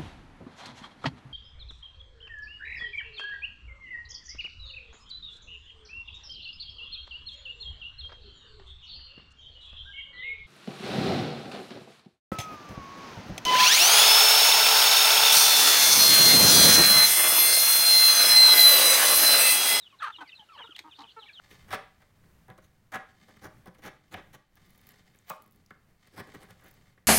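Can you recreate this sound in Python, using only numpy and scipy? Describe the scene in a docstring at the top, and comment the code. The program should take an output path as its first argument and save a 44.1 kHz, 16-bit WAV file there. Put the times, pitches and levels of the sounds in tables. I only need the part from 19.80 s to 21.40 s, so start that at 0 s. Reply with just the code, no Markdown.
"""Hens and chicks feeding in a yard

One bird squawks and hens cluck as pulses from the syrinx excite the resonances of the throat.
Chicks peep and older birds whine in nearly pure gliding tones; hoarse chatter is narrow-band noise.
Beaks click on grain, feet pat the earth and feathers rustle, with short reflections over quiet air."""
import sys
import numpy as np
from scipy import signal
from scipy.fft import rfft, irfft
from scipy.io import wavfile
from scipy.ndimage import uniform_filter1d, map_coordinates

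SR = 44100
rng = np.random.default_rng(int(sys.argv[2]) if len(sys.argv) > 2 else 0)


def put_to_file(sound):
    """Save the sound as 16-bit audio at rate SR, in the file named by the first command-line argument."""
    columns = np.atleast_2d(sound).T  # one column per channel
    safe = np.clip(columns, -1, 1)
    whole_steps = np.round(safe * 32767)
    wavfile.write(sys.argv[1], SR, whole_steps.astype(np.int16))


N = 70560
T = np.arange(N) / SR
FREQS = np.maximum(np.arange(N + 1) * SR / (2 * N), 1)


def squawks(treble_hz=3060):
    """Source and filter: an open throat shapes a falling squawk, duller at low effort, and two barks."""
    # syrinx pulse rate: time_s, pitch_hz
    pitch = [(.198, 706.4), (.21, 908), (.217, 877), (.222, 689), (.238, 549.6), (.246, 636.7), (.255, 530),
             (.266, 512.7), (.272, 444.5), (.279, 383), (.285, 480), (.32, 409.4)]
    # vocal effort: time_s, level_db
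    level = [(.197, -60), (.205, -45), (.218, -42.5), (.224, -31), (.231, -30), (.237, -34.5),
             (.246, -28.5), (.257, -35.5), (.284, -35), (.297, -48), (.306, -37), (.325, -75)]
    # break-up of the voice: time_s, roughness (0-1)
    roughness = [(.205, 0.38), (.224, 0.23), (.26, 0.2), (.285, 0.52)]
    # response of the wide open throat: frequency_hz, gain_db
    open_throat = [(200, -31), (600, -22.5), (850, -13), (1220, 0), (1600, -5.5), (2150, -18.5),
                   (3100, -16), (3500, -19), (4400, -20), (5000, -34), (6300, -26), (6900, -35),
                   (8500, -31), (15000, -41)]
    # thin resonances at the squawk's peak: start_s, length_s, start_hz, end_hz, level_db
    overtones = [(0.226, 0.016, 8190, 8900, -56.5), (0.229, 0.026, 11500, 10900, -63.5)]
    # sharp barks: start_s, length_s, start_hz, end_hz, level_db, roughness (0-1)
    barks = [(0.403, 0.0328, 524.6, 490.3, -42, .55), (1.593, .04, 725.5, 570, -36.5, 0.05)]
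    throat = colour(open_throat)
    effort = undb(curve(level)) * (T > level[0][0]) * (T < level[-1][0])
    squawk = effort * voice(curve(pitch), curve(roughness), throat, fundamental_db=-8)
    treble = through(squawk, 1 / (1 + (treble_hz / FREQS) ** 4))
    squawk -= treble * (1 - np.sqrt(effort / effort.max()))
    return squawk + sum(hiss(*row) for row in overtones) + sum(call(*row, throat) for row in barks)


def voice(hz, roughness, throat, fundamental_db=0):
    """Syrinx pulses ring the throat; irregular vibration adds jitter, a subharmonic, rasp and shimmer."""
    jitter, jitter_hz, shimmer_db, rolloff_hz = .08, 416.1, 2.4, 5930
    phase = 2 * np.pi * np.cumsum(hz * (1 + jitter * roughness * walk(jitter_hz))) / SR
    fundamental = np.exp(1j * phase - hz / rolloff_hz)
    harmonics = fundamental ** 2 / (1 - fundamental)  # geometric series: harmonics 2 and up
    pulses = unit((undb(fundamental_db) * fundamental + harmonics).real)
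    pulses *= 1 + .43 * roughness * np.cos(phase / 2)  # strong and weak pulses alternate
    rasp = .8 * roughness * rng.standard_normal(N) * (1 + np.cos(phase))
    sound = through((pulses + rasp) * undb(shimmer_db * roughness * walk(jitter_hz)), throat)
    return sound / np.sqrt(uniform_filter1d(sound ** 2, size=600) + 1e-18)  # running rms of 1


def call(start, length, hz0, hz1, db, roughness, throat):
    """A short voiced call: the pitch glides linearly under fixed formants."""
    u = progress(start, length)
    return undb(db) * swell(u) * voice(hz0 + (hz1 - hz0) * u, roughness, throat)


def hens():
    """Formants give each cluck a chest tone, a gap and a broad throat peak; whines are almost pure."""
    # clucks: start_s, length_s, start_hz, end_hz, level_db, roughness (0-1), formant_ratio
    clucks = [(0.379, 0.036, 320, 335, -49.5, 0.53, 1.04), (0.404, 0.043, 330.8, 269.7, -45, 0.83, 0.9),
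              (0.77, 0.053, 629, 488.6, -49, 0.58, 1.5), (0.791, 0.039, 536, 421, -47, 0.49, 0.88),
              (0.836, 0.027, 455, 487, -48.5, 0.44, 1.18), (1.034, 0.07, 320.8, 294.5, -50.5, 0.75, 1.026),
              (1.18, 0.051, 310, 272.5, -48, 0.85, 0.984), (1.201, 0.071, 242, 222.6, -53.5, 0.57, 0.954),
              (1.361, 0.045, 460, 437.3, -45, 0.11, 1.174), (1.41, 0.069, 427, 393.7, -60.5, 0.66, 0.98)]
    # response of the nearly closed throat: frequency_hz, gain_db
    throat = [(100, -44), (230, -4.5), (320, -9.5), (480, -14), (620, -28), (830, 2), (1160, -1.5),
              (1560, -17), (2050, -17.5), (2500, -23), (4200, -37.5), (12000, -47)]
    # soft whines: start_s, length_s, start_hz, middle_hz, end_hz, level_db
    whines = [(0.124, 0.036, 1150, 1086, 1034, -59.5), (0.578, 0.067, 1002, 843, 856, -60),
              (0.685, 0.063, 1325, 1306, 1003, -56.5), (0.737, 0.036, 1232, 1054, 840, -52.5),
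              (0.868, 0.069, 1215, 1425, 1090, -58.5), (1.475, 0.033, 1900, 1760, 1510, -58)]
    clucking = sum(call(*row, colour([(hz * ratio, db) for hz, db in throat])) for *row, ratio in clucks)
    return clucking + sum(whistle(*row, octave_db=-13.5) for row in whines)


def chicks(far_count=18, far_s=.06, far_db=-68):
    """Frequency glides, mostly falling, make the peeps; fainter ones come at random from further off."""
    # near peeps: start_s, length_s, start_hz, middle_hz, end_hz, level_db
    peeps = [(.000, 0.051, 4030, 3817, 3325, -54), (0.049, 0.033, 3550, 3120, 2730, -51.5),
             (0.186, 0.027, 4310, 3654, 3160, -53.5), (0.321, 0.023, 3524, 3570, 3310, -52),
             (0.336, 0.033, 3270, 2930, 2830, -49.5), (.356, 0.022, 4150, 3880, 3550, -55),
             (.381, 0.038, 3450, 3124, 3140, -54.5), (0.449, 0.057, 2534, 2128, 2027, -58),
             (.473, 0.019, 3980, 4720, 4180, -58), (0.486, 0.037, 3900, 3630, 3570, -57.5),
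             (0.491, 0.013, 2560, 2620, 3130, -51), (.516, 0.03, 3355, 2672, 2760, -50),
             (0.544, 0.042, 4400, 4000, 3640, -57.5), (0.593, 0.024, 3370, 3040, 3330, -51),
             (0.686, 0.019, 3150, 2670, 2240, -61.5), (0.714, 0.099, 4500, 4100, 3320, -67),
             (0.726, 0.066, 5560, 4740, 4070, -70.5), (0.745, 0.031, 3250, 2840, 2650, -59),
             (0.774, 0.024, 3250, 2840, 2800, -55), (0.783, 0.061, 3404, 3108, 2810, -48.5),
             (0.817, 0.019, 2660, 2066, 1860, -55.5), (0.83, 0.053, 3800, 3570, 2650, -55),
             (0.905, 0.027, 3234, 3050, 2550, -51), (0.948, .02, 3600, 3120, 2610, -45.5),
             (1.108, 0.036, 3920, 3230, 2780, -53), (1.14, 0.03, 3550, 3605, 3530, -57),
             (1.236, 0.0087, 3390, 3070, 2910, -47), (1.248, 0.019, 2850, 2550, 2500, -68),
             (1.261, 0.046, 3940, 3020, 2730, -61), (1.282, 0.044, 3724, 3260, 2740, -60.5),
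             (1.388, 0.032, 4300, 3850, 3340, -55), (1.418, 0.027, 3340, 3090, 2710, -52.5),
             (1.453, 0.037, 3850, 3440, 2960, -61), (1.458, 0.014, 2430, 2250, 2330, -55.5),
             (1.481, 0.022, 3035, 2560, 2250, -52), (1.526, 0.052, 4550, 3660, 3163, -54),
             (1.571, 0.023, 3300, 3006, 2940, -49)]
    # hoarse chatter: start_s, length_s, start_hz, end_hz, level_db
    chatter = [(1.143, 0.054, 3600, 4650, -62.5), (1.291, 0.0484, 3970, 4340, -63.5),
               (1.413, 0.091, 3845, 3485, -60.5)]
    sound = sum(whistle(*row) for row in peeps) + sum(hiss(*row) for row in chatter)
    for slot, (delay, pitch) in enumerate(rng.random((far_count, 2))):
        glide_hz = np.array([3900, 3030, 2803]) * 2 ** ((pitch - .5) / 2)  # within a quarter octave
        sound += whistle((slot + delay) * T[-1] / far_count, far_s, *glide_hz, far_db)
    return sound


def whistle(start, length, hz0, hz1, hz2, db, octave_db=-30.5):
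    """A tone on a parabolic glide; random modulation adds sidebands, heard as slight hoarseness."""
    wobble, flutter_db, rasp_db = .014, 2.3, -16
    u = progress(start, length)
    glide_hz = np.polyval(np.polyfit([0, .5, 1], [hz0, hz1, hz2], 2), u)
    phase = 2 * np.pi * np.cumsum(glide_hz * (1 + wobble * walk(hz=400))) / SR
    level = undb(db + flutter_db * walk(hz=220)) * swell(u, attack=.23, release=.13)
    rasp = undb(rasp_db) * walk(hz=1080) * np.cos(phase)
    return np.sqrt(2) * level * (np.sin(phase) + rasp + undb(octave_db) * np.sin(2 * phase))


def hiss(start, length, hz0, hz1, db, width_hz=980):
    """Narrow-band noise: breath in one gliding resonance sounds hoarse and half-pitched."""
    u = progress(start, length)
    phase = 2 * np.pi * np.cumsum(hz0 + (hz1 - hz0) * u) / SR
    return undb(db) * swell(u) * (walk(width_hz) * np.sin(phase) + walk(width_hz) * np.cos(phase))


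def pecks(scatter_db=-21.5, scatter_s=.0048):
    """Impact excitation: an impulse and a thin, decaying scatter ring the modes of beak and grain."""
    # beak strikes: start_s, peak_db
    strikes = [(.9638, -34.5), (.9652, -42.5), (0.983, -38.5), (0.9901, -35), (.9915, -26.5), (1.0005, -47),
               (1.2193, -44)]
    # modes of beak and grain: frequency_hz, width_hz, gain_db
    modes = [(910, 460, 0), (2050, 600, 8.5), (3680, 1150, 8), (6370, 500, -2.5), (8130, 640, -7),
             (11800, 3900, -14.5)]
    ring = sum(undb(db) * band(hz, width_hz) for hz, width_hz, db in modes)
    force = np.zeros(N)
    for start, db in strikes:
        force[int(start * SR)] += undb(db)
        decay = (T > start) * np.exp(-abs(T - start) / scatter_s)
        force += undb(db + scatter_db) * decay * rng.standard_normal(N)
    return through(force, ring / abs(irfft(ring)).max())


def feet(rise_s=.0022):
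    """Heavy damping: each dull pat on the earth dies within a few cycles."""
    # footfalls: start_s, pitch_hz, level_db
    steps = [(0.596, 182, -53.5), (0.892, 336, -48.5), (1.004, 346, -53.5)]
    pats = np.zeros(N)
    for start, hz, db in steps:
        age = np.maximum(T - start, 0)
        pats += undb(db) * age / rise_s * np.exp(1 - age / rise_s) * np.sin(2 * np.pi * hz * age)
    return pats


def rustle(level_db=-56.5, grain_db=4):
    """Friction noise: claws and feathers scratch briefly as birds jostle over the feed."""
    grains = rng.standard_normal(N) * undb(grain_db * walk(hz=400))
    envelope = np.sin(np.pi * progress(start=1.165, length=.077))
    return undb(level_db) * envelope * unit(through(grains, band(hz=3840, width_hz=1720)))


def yard(x, wet_db, t60_s=.13, delay_s=.0023):
    """Reflections from the ground and surroundings add a weak, exponentially decaying tail."""
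    tail = rng.standard_normal(N) * np.exp(-np.log(1000) * T / t60_s) * (T > delay_s)
    return x + undb(wet_db) * signal.fftconvolve(x, tail / np.linalg.norm(tail))[:N]


def air(level_db=-66):
    """Steady broadband noise, strongest in the bass, is the quiet outdoor background."""
    # spectrum of the open air: frequency_hz, relative_density_db
    spectrum = [(22, -13.5), (55, -1), (91, 3), (200, -4), (800, -8), (1600, -6), (2400, -11), (3500, -7),
                (5000, -15.5), (9000, -21.5), (15500, -26.5)]
    return unit(through(rng.standard_normal(N), colour(spectrum))) * undb(level_db)


def undb(db):
    """Decibels to gain."""
    return 10 ** (np.asarray(db) / 20)


def unit(x):
    """Scale to rms 1."""
    return x / np.sqrt(np.mean(x ** 2))


def curve(rows):
    """Linear interpolation of (time_s, value) rows."""
    return np.interp(T, *np.array(rows).T)


def walk(hz):
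    """Smooth noise of rms 1 that changes hz times a second."""
    return unit(map_coordinates(rng.standard_normal(4096), [T * hz], order=2, mode="wrap"))


def progress(start, length):
    """Elapsed share of an event, 0 to 1."""
    return np.clip((T - start) / length, 0, 1)


def swell(u, attack=.27, release=.37):
    """Raised-cosine envelope over progress u; attack and release are shares of the length."""
    rise = np.sin(np.pi / 2 * np.clip(u / attack, 0, 1)) ** 2
    fall = np.sin(np.pi / 2 * np.clip((1 - u) / release, 0, 1)) ** 2
    return rise * fall


def band(hz, width_hz):
    """Response of two equal resonators in series, gain 1 at the centre."""
    return 1 / (1 + 1j * (FREQS ** 2 - hz ** 2) / (FREQS * width_hz)) ** 2


def colour(points):
    """Minimum-phase response through (frequency_hz, gain_db) points."""
    hz, db = np.array(points).T
    cepstrum = irfft(np.log(undb(np.interp(np.log(FREQS), np.log(hz), db))))
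    return np.exp(rfft(2 * cepstrum[:N], 2 * N) - cepstrum[0])


def through(x, response):
    """Filter by multiplying spectra."""
    return irfft(rfft(x, 2 * N) * response)[:N]


def scene():
    """Direct and reflected sound add; squawks and pecks arrive more directly than the rest."""
    background = air()
    near = yard(squawks() + pecks(), wet_db=-12)
    flock = yard(hens() + feet() + rustle() + chicks(), wet_db=-9.5)
    return (background + near + flock)[None]


def record(dry, top_hz=15750):
    """Band limiting: a steep low-pass filter removes the highest treble."""
    return signal.sosfilt(signal.ellip(10, .2, 70, top_hz, fs=SR, output="sos"), dry)


dry = scene()
out = record(dry)
put_to_file(out)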